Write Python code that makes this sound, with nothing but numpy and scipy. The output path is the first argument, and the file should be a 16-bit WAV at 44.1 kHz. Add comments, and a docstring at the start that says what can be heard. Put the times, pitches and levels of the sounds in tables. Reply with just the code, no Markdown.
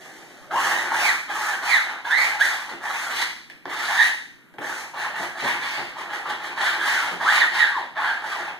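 """A smoother rasps and hisses in strokes over embossed vinyl wallcovering, in a bare room; the hollow wall rumbles.
Rasp and rumble are random stick-slip pulses over noise, hiss and sizzle are noise; each stroke swells with speed.
On fast sweeps the ridges zip: a fuzzy tone with an octave, its pitch following the hand's speed.
Shaped noise bursts make the soft pushes and the taps; early copies and a diffuse tail make the room.
The recorder widens the stereo by subtracting from each port a late copy of the other."""
import sys
import numpy as np
from scipy import signal
from scipy.fft import rfft, irfft, next_fast_len
from scipy.io import wavfile
from scipy.ndimage import uniform_filter1d, map_coordinates

SR = 44100
rng = np.random.default_rng(int(sys.argv[2]) if len(sys.argv) > 2 else 0)


def bounce(signal):
    """Save signal as a 16-bit WAV file at the path given by the first command-line argument."""
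    frames = np.transpose(np.atleast_2d(signal))
    limited = np.clip(frames, -1, 1)
    pcm = np.round(limited * 32767).astype(np.int16)
    wavfile.write(sys.argv[1], SR, pcm)


N = 379083
TIME_S = np.arange(N) / SR


def amp(db):
    """Decibels to gain."""
    return 10 ** (np.asarray(db) / 20)


def unit(x):
    """Scaled to rms 1."""
    return x / np.sqrt(np.mean(x ** 2) + 1e-20)


def noise():
    """White noise of rms 1."""
    return rng.standard_normal(N)


def along(points, hz):
    """(Hz, value) points read on a log frequency axis."""
    point_hz, values = np.transpose(points)
    return np.interp(np.log(hz + 1), np.log(point_hz + 1), values)


def wobble(knots_per_s):
    """A smooth random curve of rms 1."""
    knots = rng.standard_normal(int(N * knots_per_s / SR) + 4)
    return unit(map_coordinates(knots, [TIME_S * knots_per_s]))


def filtered(x, response):
    """x times a response of frequency."""
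    size = next_fast_len(N + SR // 2)
    spectrum = rfft(x, size) * response(np.fft.rfftfreq(size, 1 / SR))
    return irfft(spectrum, size)[..., :N]


def coloured(x, spectrum):
    """x given a spectrum, at rms 1."""
    return unit(filtered(x, lambda hz: amp(along(spectrum, hz))))


def slips(rate_per_s, spread_db, smooth):
    """Tiny stick-slip releases of uneven size at random moments, over smooth sliding noise."""
    sizes = amp(spread_db * np.clip(noise(), -2, 2)) * rng.choice([-1, 1], N)
    released = rng.random(N) < rate_per_s / SR
    return unit(sizes * released) + smooth * noise()


def patchy(x, depth_db):
    """The contact shifts along the edge, so patches of the spectrum swell and fade."""
    z = signal.stft(x, nperseg=512)[2]
    across_hz = uniform_filter1d(rng.standard_normal(z.shape), size=3, axis=0)
    field = uniform_filter1d(across_hz, size=7, axis=1)
    return unit(signal.istft(z * amp(depth_db * unit(field)), nperseg=512)[1][:N])


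# smoother strokes; lean = pressure growth start to end, sizzle is relative to hiss, levels before layer trims:
# start_s, length_s, fastest_share (of length), lean_db, rasp_db, hiss_db, rumble_db, sizzle_db
STROKES = [(-0.027, 0.77, 0.031, -5, -51.5, -54, -52, 7.0), (0.496, 0.47, 0.36, -6.5, -27, -36.5, -42, 8.5),
           (0.899, 0.28, 0.6, -12.5, -26, -31.5, -46.5, 7.5), (1.273, 0.32, 0.59, -7.5, -28, -36.5, -47, 9),
           (1.597, 0.24, 0.51, -6, -28, -31, -52.5, 4.5), (1.845, 0.13, 0.45, -7, -31, -56, -49, 11),
           (2.03, 0.33, 0.62, -3.5, -27.5, -32.5, -53, 3.5),
           (2.38, 0.36, 0.056, -13, -32.5, -34.5, -54.5, 3), (2.674, 0.062, 0.39, -10, -34.5, -38, -60, -5),
           (2.799, 0.42, 0.56, -13, -31.5, -39, -53.5, 7), (3.073, 0.16, 1, -4, -32.5, -27.0, -45.5, -1.5),
           (3.67, 0.42, 0.99, -4.5, -28.5, -29, -49.5, 1), (4.598, 0.31, 0.68, -21, -35.5, -42, -48, 8),
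           (4.922, 0.18, 0.6, 1, -29, -39.5, -47, 3), (5.127, 0.17, 0.65, -8, -31.0, -39, -49.5, 5),
           (5.342, 0.23, 0.54, 0, -27.0, -31.5, -49, -2), (5.575, 0.39, 0.32, -13.5, -36, -36, -51, -12),
           (5.943, 0.13, 0.34, -2, -33.5, -43, -45.5, 0.5),
           (6.076, 0.15, 0.49, -3, -33.5, -39.5, -45.5, -1),
           (6.234, 0.11, 0.62, 1.5, -28.5, -37.0, -42, -5), (6.378, 0.14, 0.52, 8.5, -34, -38.5, -46.5, -6),
           (6.543, 0.23, 0.51, 2, -26, -28, -44.5, -7), (6.766, 0.37, 0.33, 3.5, -27.5, -30, -45.5, -1),
           (7.187, 0.26, 0.66, -1, -23, -25.5, -44.5, -5.5),
           (7.501, 0.22, 0.45, -12, -28.5, -30, -52.0, -30),
           (7.735, 0.118, 0.31, -2, -36.5, -43.0, -48, -15.0),
           (7.944, 0.25, 0.62, -11, -27, -37.0, -53.5, -33.5), (8.192, 0.32, 0.36, 1, -29.5, -39.5, -46, 0)]
ATTACK_S, HISS_ATTACK_S, RELEASE_S = 0.027, 0.044, 0.04  # the edge bites low first, brightens as it lies flat
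SPEED_ARCH = 1.4  # 1 = even speeding up and slowing, more = lingers near top speed
RASP_SWELL_DB, HISS_SWELL_DB, RUMBLE_SWELL_DB = 6, 15.5, -2  # standstill to top speed


def stroke_gain(levels_db, swell_db, attack_s):
    """Attack, a swell with the hand's speed under a tilting pressure, release; strokes add in power."""
    gain = np.zeros(N)
    for (start_s, length_s, fastest_share, lean_db, *_), level_db in zip(STROKES, levels_db):
        during = slice(*np.searchsorted(TIME_S, [start_s, start_s + length_s + RELEASE_S]))
        age_s = TIME_S[during] - start_s
        progress = np.minimum(age_s / length_s, 1)
        peak = np.clip(fastest_share, .02, .98)
        speed = 1 - np.interp(progress, [0, peak, 1], [1, 0, 1]) ** SPEED_ARCH
        ramp = np.minimum(age_s / attack_s, 1 + (length_s - age_s) / RELEASE_S)
        contact = np.sin(np.pi / 2 * np.clip(ramp, 0, 1)) ** 2
        own = contact * amp(level_db + lean_db * (progress - .5) + swell_db * (speed - 1))
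        gain[during] = np.hypot(gain[during], own)
    return gain


# blade's broad resonances: freq_hz, density_db (per Hz)
RASP_SPECTRUM = [(200, -31), (480, -25), (680, -7), (770, -3.5), (860, 1.5), (1010, -4.5), (1130, -1.5),
                 (1390, -4), (1730, 1.5), (2100, -6.5), (2700, -9.5), (4000, -20.5), (8000, -46)]
# fine grit under the edge: freq_hz, density_db (per Hz)
HISS_SPECTRUM = [(900, -20.5), (1900, 14), (2800, 5), (3700, 0.5), (4600, -1), (5300, -6.5), (6500, -10.5),
                 (9000, -14.5), (14000, -21.5)]
# bright sizzle of a steeper blade: freq_hz, density_db (per Hz)
SIZZLE_SPECTRUM = [(2000, -32), (4000, -4), (6000, 4), (8000, -1.5), (11000, -5.5), (14000, -9)]


def rubbing():
    """The edge drags over the vinyl; its chatter shakes rasp, hiss and sizzle together."""
    *_, rasp_db, hiss_db, _, sizzle_db = np.transpose(STROKES)
    chatter = wobble(110)
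    grains = slips(rate_per_s=1500, spread_db=3.0, smooth=0.14) * amp(2 * chatter)
    rasp = patchy(coloured(grains, RASP_SPECTRUM), depth_db=3.5)
    rasp = stroke_gain(rasp_db, RASP_SWELL_DB, ATTACK_S) * rasp
    # the finest grit is too dense to be heard as single slips
    hiss = patchy(coloured(noise(), HISS_SPECTRUM), depth_db=2.0)
    hiss = stroke_gain(hiss_db, HISS_SWELL_DB, HISS_ATTACK_S) * hiss
    sizzle = coloured(noise(), SIZZLE_SPECTRUM)
    sizzle = stroke_gain(hiss_db + sizzle_db, HISS_SWELL_DB, HISS_ATTACK_S) * sizzle
    return amp(1.5) * rasp + amp(1.6 * chatter) * (amp(6) * hiss + amp(-7.5) * sizzle)


# hollow wall: freq_hz, density_db (per Hz)
WALL_SPECTRUM = [(30, -28), (70, -26), (135, -2.5), (190, -14.5), (270, -0.5), (355, 1.5), (450, 0),
                 (700, 3), (1500, -34)]


def rumble():
    """The board wall drones under the sliding pressure."""
    *_, rumble_db, _ = np.transpose(STROKES)
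    drone = coloured(slips(rate_per_s=600, spread_db=5.5, smooth=0.37), WALL_SPECTRUM)
    return amp(-2.5) * stroke_gain(rumble_db, RUMBLE_SWELL_DB, ATTACK_S) * drone


def ridge_tone(phase, ridges):
    """The edge keeps in step with the embossing for a few ridges only: a fuzzy line around the ridge rate."""
    travel = phase / (2 * np.pi * ridges)
    cos_knots, sin_knots = rng.standard_normal((2, N // 8))
    cos_part = map_coordinates(cos_knots, [travel], mode="wrap")
    sin_part = map_coordinates(sin_knots, [travel], mode="wrap")
    return cos_part * np.cos(phase) + sin_part * np.sin(phase)


# edge catching the ridges, level before layer trim:
# loudest_s, ridge_hz (at loudest_s), glide_hz_per_s, rise_s, fall_s, level_db
ZIPS = [(0.555, 936, 5000.0, 0.03, 0.052, -22.5), (0.78, 1864, 491, 0.087, 0.06, -24.5),
        (1.09, 2031, -10000.0, 0.07, 0.03, -15), (1.548, 1570, -10000.0, 0.022, 0.01, -22.5),
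        (1.735, 2077, -9000.0, 0.035, 0.039, -11), (2.128, 1813, 7198.5, 0.021, 0.1, -14),
        (2.419, 1733, 10000.0, 0.012, 0.019, -10.5), (3.226, 1980.0, 2500.5, 0.008, 0.009, -17),
        (3.931, 1750.0, 614, 0.09, 0.094, -26), (4.017, 1840, 800.0, 0.038, 0.026, -10.5),
        (6.685, 1550.0, 781, 0.031, 0.03, -20), (6.816, 1676, 600.0, 0.017, 0.036, -19.5),
        (6.971, 1559, -1500.0, 0.0528, 0.065, -25), (7.302, 1803, 14009, 0.041, 0.015, -14.5),
        (7.42, 1915, -14000.0, 0.021, 0.023, -11), (7.622, 1849, -2500.0, 0.036, 0.05, -13.0),
        (7.775, 964, -5000.0, 0.052, 0.029, -27), (8.001, 998, 11000.0, 0.026, 0.036, -27.5),
        (8.095, 1624, 1198, 0.068, 0.033, -23.5)]
SLOWING_HZ_PER_S2 = 28000  # the hand's speed is an arch, so every glide bends downwards
SLOWEST_HZ = 607.3  # floor of the glide, before jitter
ZIP_ROUNDNESS = 1.5  # 1 = pointed swell, 2 = bell


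def zipping():
    """The embossed ridges sing higher the faster the hand moves; the strongest zip sets the pitch."""
    rate_hz, gain = np.zeros(N), np.zeros(N)
    for loudest_s, ridge_hz, glide_hz_per_s, rise_s, fall_s, level_db in ZIPS:
        age_s = TIME_S - loudest_s
        distance = np.minimum(abs(age_s) / np.where(age_s < 0, rise_s, fall_s), 20)
        own = amp(level_db) * np.exp(-distance ** ZIP_ROUNDNESS)
        glide_hz = ridge_hz + glide_hz_per_s * age_s - SLOWING_HZ_PER_S2 * age_s ** 2
        rate_hz = np.where(own >= gain, np.maximum(glide_hz, SLOWEST_HZ), rate_hz)
        gain = np.maximum(gain, own)
    phase = 2 * np.pi * np.cumsum(rate_hz * (1 + .022 * wobble(170))) / SR
    core = unit(np.sin(phase) * amp(2.3 * wobble(240)))
    fuzz = amp(-3) * ridge_tone(phase, ridges=4)
    octave = amp(-14.5) * ridge_tone(2 * phase, ridges=8)
    return amp(0.5) * gain * unit(core + fuzz + octave)


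# hand leaning into the hollow wall, level before layer trim: start_s, level_db
BUMPS = [(2.71, -48), (5.195, -43), (5.424, -38.5), (5.775, -45), (7.111, -43)]
# wall's dull answer to a soft push: freq_hz, density_db (per Hz)
PUSH_SPECTRUM = [(30, -16), (70, -4), (150, -1), (220, 4), (300, 4), (450, 3.5), (800, 6.5), (1500, -76)]


def bumps():
    """Soft pushes flex the board: a dull swell that dies quickly."""
    push = np.zeros(N)
    for start_s, level_db in BUMPS:
        age_s = np.maximum(TIME_S - start_s, 0)
        push += (1 - np.exp(-age_s / 0.0049)) * amp(level_db - 60 * age_s / 0.26)
    return amp(12) * push * coloured(noise(), PUSH_SPECTRUM)


# smoother landing on the wall or flicking off it, levels before layer trims: start_s, clack_db, thud_db, snap_db
TAPS = [(3.218, -14, -60, -23), (3.499, -39, -46, -39.5), (3.655, -18, -30.5, -56), (4.54, -39, -43.5, -60),
        (4.584, -20, -28, -46)]
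CLACK_T60_S, THUD_T60_S, SNAP_T60_S, THUD_RISE_S = 0.032, .13, 0.041, .002


def taps():
    """Each tap is a snap of the edge, a short plastic clack and a duller thud of the wall."""
    clack, thud, snap = np.zeros(N), np.zeros(N), np.zeros(N)
    for start_s, clack_db, thud_db, snap_db in TAPS:
        age_s = np.maximum(TIME_S - start_s, 0)
        clack += (age_s > 0) * amp(clack_db - 60 * age_s / CLACK_T60_S)
        thud += (1 - np.exp(-age_s / THUD_RISE_S)) * amp(thud_db - 60 * age_s / THUD_T60_S)
        snap += (age_s > 0) * amp(snap_db - 60 * age_s / SNAP_T60_S)
    blade = amp(-4.0) * clack * coloured(noise(), RASP_SPECTRUM)
    edge = amp(7.0) * snap * coloured(noise(), HISS_SPECTRUM)
    wall = amp(-2.5) * thud * coloured(noise(), WALL_SPECTRUM)
    return blade + edge + wall


# still air of the building: freq_hz, density_db (per Hz)
AIR_SPECTRUM = [(25, -4), (70, -23), (130, -12), (300, -8), (600, -23.5), (2000, -14), (5000, -39),
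                (14000, -35.5)]


def still_air():
    """Steady coloured noise, independent in sum and difference."""
    return amp(-53.5) * coloured(rng.standard_normal((2, N)), AIR_SPECTRUM)


def arrival(x, lead_samples):
    """Sum and difference of a sound reaching the left port a little sooner (lead before the width filter)."""
    return np.array([x, lead_samples * np.gradient(x)])


MOVE_S = .15  # time in which the hand moves far enough to change the first reflections


def early_walls(x, count):
    """Ceiling, floor and corner return weak copies within 25 ms; the pattern changes as the hand travels."""
    returned = np.zeros((2, N + SR))
    for centre_s in np.arange(0, TIME_S[-1] + MOVE_S, MOVE_S):
        first, last = np.searchsorted(TIME_S, [centre_s - MOVE_S, centre_s + MOVE_S])
        piece = x[first:last] * np.cos(np.pi / 2 * (TIME_S[first:last] - centre_s) / MOVE_S)
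        copies = np.zeros((2, SR // 40))
        for row in copies:
            delays = rng.integers(SR // 400, SR // 40, count)
            row[delays] = rng.choice([-1, 1], count) / np.sqrt(count)
        answer = signal.fftconvolve(piece[None], copies, axes=1)
        returned[:, first:first + answer.shape[1]] += answer
    return returned[:, :N]


# bare room's decay: freq_hz, t60_s
ROOM_DECAY = [(120, 0.77), (500, 0.45), (1700, 0.5), (4000, 0.62), (8000, 0.58), (14000, 0.51)]


def room(x):
    """The bare room stores each frequency's energy and returns it diffusely, as sum and difference."""
    size, hop = 512, 128
    hz, _, z = signal.stft(x, SR, nperseg=size, noverlap=size - hop)
    kept = amp(-60 * hop / SR / along(ROOM_DECAY, hz)) ** 2  # energy share per hop
    # energy returns two hops after the direct sound
    stored = np.array([signal.lfilter([0, 0, 1 - k], [1, -k], abs(row) ** 2) for k, row in zip(kept, z)])
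    diffuse = signal.stft(rng.standard_normal((2, N)), nperseg=size, noverlap=size - hop)[2]
    tail = diffuse / np.std(diffuse) * np.sqrt(stored)
    return signal.istft(tail, nperseg=size, noverlap=size - hop)[1][:, :N]


# wallboard's narrow resonances, level against the plain sound: centre_hz, width_hz, level_db
BOARD = [(351.4, 26, -1), (840, 117, -8.5)]


def board(hz):
    """The wallboard's narrow resonances ring on top of the plain sound."""
    response = 1
    for centre_hz, width_hz, level_db in BOARD:
        damping = 1j * hz * width_hz
        response = response + amp(level_db) * damping / (centre_hz ** 2 - hz ** 2 + damping)
    return response


# gain on the difference between the two ports: freq_hz, gain_db
WIDTH = [(60, 3), (150, -17.5), (350, -11.5), (700, -6), (1000, -2.5), (1900, 2), (3300, -1.5), (5000, 1),
         (14000, 0)]


def scene():
    """The work and the still air at two closely spaced ports; the zip beams towards the recorder."""
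    work = rubbing() + rumble() + bumps() + taps()
    zips = zipping()
    direct = amp(-2.0) * arrival(work, lead_samples=0.95) + amp(-1.5) * arrival(zips, lead_samples=1.8)
    early = amp(-8) * early_walls(work, count=8)
    echo = room(amp(-2.0) * work + amp(-5) * zips)
    mid, difference = filtered(direct + early + echo, board) + still_air()
    side = filtered(difference, lambda hz: amp(along(WIDTH, hz)))
    return amp([[-.25], [.25]]) * np.array([mid + side, mid - side])


# share of the other port that is subtracted: freq_hz, share
CROSSFEED = [(4050, .995), (5000, .32), (8000, .22), (14000, .25)]
CROSS_DELAY_S, TOP_HZ = 1 / 2605, 13980


def record(dry):
    """Delayed crossfeed widens the pair, an equaliser restores the overall balance, and the band ends steeply."""
    def cross(hz):
        """Share of the other port, delayed."""
        return np.clip(along(CROSSFEED, hz), 0, .995) * np.exp(-2j * np.pi * hz * CROSS_DELAY_S)

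    def balance(hz):
        """Inverse of the crossfeed's effect on sum and difference together, cut at the top."""
        mid_gain = abs(1 - cross(hz))
        side_gain = amp(along(WIDTH, hz)) * abs(1 + cross(hz))
        return (hz < TOP_HZ) / np.hypot(mid_gain, side_gain)

    wide = dry - filtered(dry[::-1], cross)
    return filtered(wide, balance)


dry = scene()
out = record(dry)
bounce(out)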